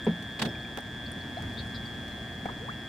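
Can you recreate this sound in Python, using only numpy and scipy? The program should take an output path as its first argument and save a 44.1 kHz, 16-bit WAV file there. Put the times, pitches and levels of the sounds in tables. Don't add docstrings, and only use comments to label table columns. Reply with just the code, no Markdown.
import sys
import numpy as np
from scipy import signal
from scipy.fft import rfft, irfft
from scipy.io import wavfile
from scipy.ndimage import uniform_filter1d

SR = 44100
rng = np.random.default_rng(int(sys.argv[2]) if len(sys.argv) > 2 else 0)


def waveform_to_disk(signal):
    frames = np.transpose(np.atleast_2d(signal))
    scaled = np.clip(frames, -1, 1) * 32767
    samples = np.round(scaled).astype(np.int16)
    wavfile.write(sys.argv[1], SR, samples)


N = 127008
TOP_HZ = 15800


def undb(db):
    return 10 ** (np.asarray(db) / 20)


def clock():
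    return np.arange(N) / SR


def pan(left_minus_right_db):
    return undb(np.array([[1], [-1]]) * left_minus_right_db / 2)


def walk(rate_hz):
    step = max(int(SR / rate_hz), 1)
    stairs = np.repeat(rng.standard_normal(N // step + 1), step)
    drift = uniform_filter1d(stairs, step)[:N]
    return drift / drift.std()


def noise(spectrum):
    hz, db = np.array(spectrum, float).T
    bins_hz = np.maximum(np.arange(N // 2 + 1) * SR / N, 1)
    gain = undb(np.interp(np.log(bins_hz), np.log(hz), db))
    return irfft(rfft(rng.standard_normal(N)) * gain, N) * np.sqrt(SR / 2)


def wide_noise(spectrum, wide_hz):
    side = [(hz, db - 10 * np.log10(1 + (wide_hz / hz) ** 2)) for hz, db in spectrum]
    return noise(spectrum) + noise(side) * np.array([[1], [-1]])


def envelope(start_s, attack_s, hold_s, t60_s):
    age_s = clock() - start_s
    release = np.exp(-np.log(1000) * np.clip((age_s - attack_s - hold_s) / t60_s, 0, 10))
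    return np.clip(age_s / attack_s, 0, 1) * release


def splashes(events, spectrum, attack_s, wide_hz):
    bursts = sum(undb(db) * envelope(start_s, attack_s, 0, t60_s) for start_s, db, t60_s in events)
    return bursts * wide_noise(spectrum, wide_hz)


def marsh():
    # (frequency [Hz], density [dB/Hz])
    mid_spectrum = [(22, -88), (45, -71.5), (70, -65), (125, -63), (165, -68), (215, -62), (280, -68),
                    (370, -74), (540, -79), (700, -74.5), (900, -82), (1300, -84.5), (2200, -86),
                    (3000, -91.5), (4200, -94.5), (5100, -93.5), (6000, -100), (7000, -99), (11500, -110),
                    (13500, -108), (15500, -113)]
    side_spectrum = [(22, -87), (70, -86), (150, -82), (300, -84.5), (560, -87.5), (700, -86), (950, -88),
                     (2200, -87.5), (3000, -91), (5000, -98), (6000, -101), (8000, -101), (11500, -110),
                     (15500, -113)]
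    flicker_db, swell_db = 0.95, -0.5
    mid = noise(mid_spectrum)
    rumble = signal.sosfiltfilt(signal.butter(2, 350, fs=SR, output="sos"), mid)
    mid += rumble * (undb(flicker_db * walk(rate_hz=9.84)) - 1)
    side = noise(side_spectrum) * np.array([[1], [-1]])
    return (mid + side) * undb(swell_db * walk(rate_hz=1.66))


def whine():
    # (start level [dB], end level [dB])
    low_lines = [(-51.5, -53.5), (-47, -52.5), (-54.5, -54), (-64, -64.5), (-70, -70.5)]
    # (start level [dB], end level [dB])
    high_lines = [(-73, -67.5), (-48, -49), (-49, -50), (-53, -68)]
    whine_hz, throb_hz, jitter_rad, waver_db = 1704.9, 120.2, 0.099, 1
    sag_at_s, sag_width_s, sag_hz = 1.425, 0.014, 14

    def gain(rms_db):
        return np.sqrt(2) * undb(np.linspace(*rms_db, N) + waver_db * walk(rate_hz=12))

    t = clock()
    pitch_hz = whine_hz - sag_hz * np.exp(-((t - sag_at_s) / sag_width_s) ** 2)
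    phase = 2 * np.pi * np.cumsum(pitch_hz) / SR + jitter_rad * walk(rate_hz=400)
    throb = 2 * np.pi * throb_hz * t
    low = sum(gain(db) * np.cos(phase + k * throb + abs(k) * np.pi / 2)
              for k, db in enumerate(low_lines, -1))
    high = sum(gain(db) * np.cos(2 * phase + k * throb) for k, db in enumerate(high_lines, -2))
    return low + high * pan(2)


def bubbles():
    # (time [s], pitch [Hz], rise [octaves/s], level [dB], attack [s], t60 [s])
    plops = [(.046, 7450, 8.9, -40, .001, 0.024), (.785, 770, 8, -27.5, .001, .025),
             (1.116, 8740, 55, -42, 0.00089, 0.013), (1.370, 641, 17, -29.5, 0.001, 0.1),
             (1.436, 2010, 8, -40, 0.0015, 0.041), (2.4565, 674, 34, -23.5, 0.00092, 0.036),
             (2.486, 860, 12, -33, 0.0026, 0.028), (2.488, 1215, 10, -35, 0.002, .04),
             (2.496, 990, 10, -31.5, 0.00072, 0.036), (2.600, 396, 8.4, -40, 0.023, 0.27),
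             (2.674, 700, 39, -31.5, 0.02, 0.11)]
    ear_lag_s = np.array([[0], [0.00022]])
    out = np.zeros((2, N))
    for start_s, hz, rise, db, attack_s, t60_s in plops:
        age_s = np.maximum(clock() - start_s - ear_lag_s, 0)
        octaves = np.minimum(rise * age_s, 2)
        pitch_hz = np.minimum(hz * 2 ** octaves, TOP_HZ) * (age_s > 0)
        phase = 2 * np.pi * np.cumsum(pitch_hz, axis=1) / SR
        out += undb(db) * envelope(start_s, attack_s, 0, t60_s) * np.sin(phase)
    return out * pan(2)


def droplets():
    # (time [s], level [dB], t60 [s])
    spits = [(.056, -1, 0.0082), (.8048, 2, 0.013), (1.1175, 4, 0.016), (1.535, -10, .03),
             (1.670, -11, 0.031)]
    # (frequency [Hz], density [dB/Hz])
    spectrum = [(5000, -105), (7800, -100), (8600, -77), (10000, -85.5), (11000, -93), (12500, -99),
                (15500, -108)]
    return splashes(spits, spectrum, attack_s=0.0011, wide_hz=9000)


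def hull_knocks():
    # (time [s], level [dB])
    knocks = [(.066, -12.5), (0.423, -26.5)]
    # (frequency [Hz], relative level [dB], t60 [s])
    modes = [(170.3, -3.5, 0.24), (217.3, 1, 0.12), (286, -15.5, 0.31), (414, -0.5, 0.047),
             (491, -9.5, 0.065), (763, -14.5, 0.041), (966, -15.5, 0.046), (1360, -27, .05)]
    # (frequency [Hz], density [dB/Hz])
    thud_spectrum = [(150, -49), (330, -42), (600, -44), (1000, -58), (1500, -61), (2400, -65), (4000, -75),
                     (9000, -105)]
    rise_cycles, spread_rad = 3.95, 0.091
    ring, thud = np.zeros((2, N)), np.zeros(N)
    for start_s, db in knocks:
        age_s = np.maximum(clock() - start_s, 0)
        for k, (hz, mode_db, t60_s) in enumerate(modes):
            gain = (-1) ** k * undb(db + mode_db) / 2
            phase = 2 * np.pi * hz * age_s + spread_rad * rng.standard_normal((2, 1))
            ring += gain * envelope(start_s, rise_cycles / hz, 0, t60_s) * np.sin(phase)
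        thud += undb(db) * envelope(start_s, attack_s=0.0023, hold_s=0, t60_s=0.16)
    return ring + thud * wide_noise(thud_spectrum, wide_hz=2000)


def water_ticks():
    # (time [s], level [dB], t60 [s])
    ticks = [(.2244, -5.5, .03), (.424, 11.5, 0.0099), (.7738, 8, 0.0059), (.7855, -6, 0.038),
             (1.4225, -4.5, .02), (2.081, -9, .03), (2.4563, -6.5, 0.021)]
    # (frequency [Hz], density [dB/Hz])
    spectrum = [(300, -90), (900, -77), (2000, -75), (4000, -78), (8000, -86), (12000, -89), (15500, -94)]
    return splashes(ticks, spectrum, attack_s=0.0005, wide_hz=2500)


def paddle():
    # (time [s], hold [s], level [dB], rasp left minus right [dB])
    scrapes = [(0.3924, .006, -9.5, -3), (0.4174, 0.0071, -3, -1.5), (0.451, 0.0074, -12.5, -4)]
    # (frequency [Hz], density [dB/Hz])
    grit_spectrum = [(100, -95), (400, -59), (1000, -59), (1800, -61), (2700, -62.5), (3700, -60),
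                     (4600, -66.5), (5600, -72), (6700, -76.5), (8000, -74), (11000, -86.5), (15500, -90)]
    boom_spectrum = [(60, -71), (125, -48), (270, -52.5), (360, -58.5), (460, -61), (650, -59.5),
                     (1000, -76), (3000, -100)]
    rough_db = 1.5
    rasp, boom = np.zeros((2, N)), np.zeros(N)
    for start_s, hold_s, db, pan_db in scrapes:
        rasp += undb(db) * pan(pan_db) * envelope(start_s, attack_s=0.00068, hold_s=hold_s, t60_s=0.049)
        boom += undb(db) * envelope(start_s, attack_s=0.012, hold_s=hold_s, t60_s=0.24)
    grit = undb(rough_db * walk(rate_hz=1700)) * wide_noise(grit_spectrum, wide_hz=2170)
    return rasp * grit + boom * wide_noise(boom_spectrum, wide_hz=1820)


def birds():
    # (time [s], length [s], pitch [Hz], glide [Hz], buzz depth [Hz], level [dB])
    notes = [(0.487, 0.0098, 5280, -2, 0, -47), (.550, 0.008, 2380, -82, 62, -40),
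             (0.598, .014, 4400, -6, 165, -53), (.646, .012, 2350, 1, 60, -42.5),
             (1.058, 0.014, 4450, 302, 260, -46), (1.207, .012, 4380, 200, 200, -49),
             (1.366, 0.019, 4120, 204, 0, -53), (1.569, 0.017, 3630, 304, 0, -38.5),
             (1.576, 0.039, 4070, -100, 522, -39), (1.739, 0.0383, 4400, -700, 707, -43.5),
             (1.85, 0.02, 4600, 160, 47, -46), (2.11, .018, 4100, -100, 50, -55)]
    buzz_hz, echo_db = 175, -6
    warble_hz = buzz_hz * (1 + 0.25 * walk(rate_hz=200))
    warble = np.sin(2 * np.pi * np.cumsum(warble_hz) / SR)
    song = np.zeros(N)
    for start_s, length_s, hz, glide_hz, depth_hz, db in notes:
        progress = np.clip((clock() - start_s) / length_s, 0, 1)
        pitch_hz = hz + glide_hz * (progress - 0.5) + depth_hz * warble
        song += undb(db) * np.sin(np.pi * progress) * np.sin(2 * np.pi * np.cumsum(pitch_hz) / SR)
    reeds = rng.standard_normal((2, N)) * envelope(0, attack_s=0.004, hold_s=0, t60_s=0.11)
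    reeds /= np.sqrt(np.sum(reeds ** 2, axis=1, keepdims=True))
    echo = signal.fftconvolve(reeds, song[None], axes=1)[:, :N]
    return song * pan(4.5) + undb(echo_db) * echo


def bow_laps():
    # (time [s], level [dB], t60 [s])
    laps = [(.773, -3.5, .07), (1.432, -9.5, 0.079), (2.456, -2, 0.051), (2.486, -9, 0.13)]
    # (frequency [Hz], density [dB/Hz])
    spectrum = [(150, -64), (400, -56.5), (900, -68.5), (1400, -65.5), (2100, -69), (3200, -93),
                (8000, -105)]
    return splashes(laps, spectrum, attack_s=0.0023, wide_hz=1500)


def water_surges():
    # (time [s], level [dB], t60 [s])
    surges = [(1.39, -2.5, 0.57), (1.58, -10.5, 0.41)]
    # (frequency [Hz], density [dB/Hz])
    spectrum = [(25, -70), (80, -56), (160, -58), (260, -60.5), (400, -86), (1500, -115)]
    return splashes(surges, spectrum, attack_s=0.042, wide_hz=1800)


def scene():
    water = water_ticks() + bow_laps() + droplets() + bubbles() + water_surges()
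    return water + hull_knocks() + paddle() + birds() + whine() + marsh()


def record(dry):
    return signal.sosfilt(signal.ellip(10, 0.1, 80, TOP_HZ, fs=SR, output="sos"), dry)


dry = scene()
out = record(dry)
waveform_to_disk(out)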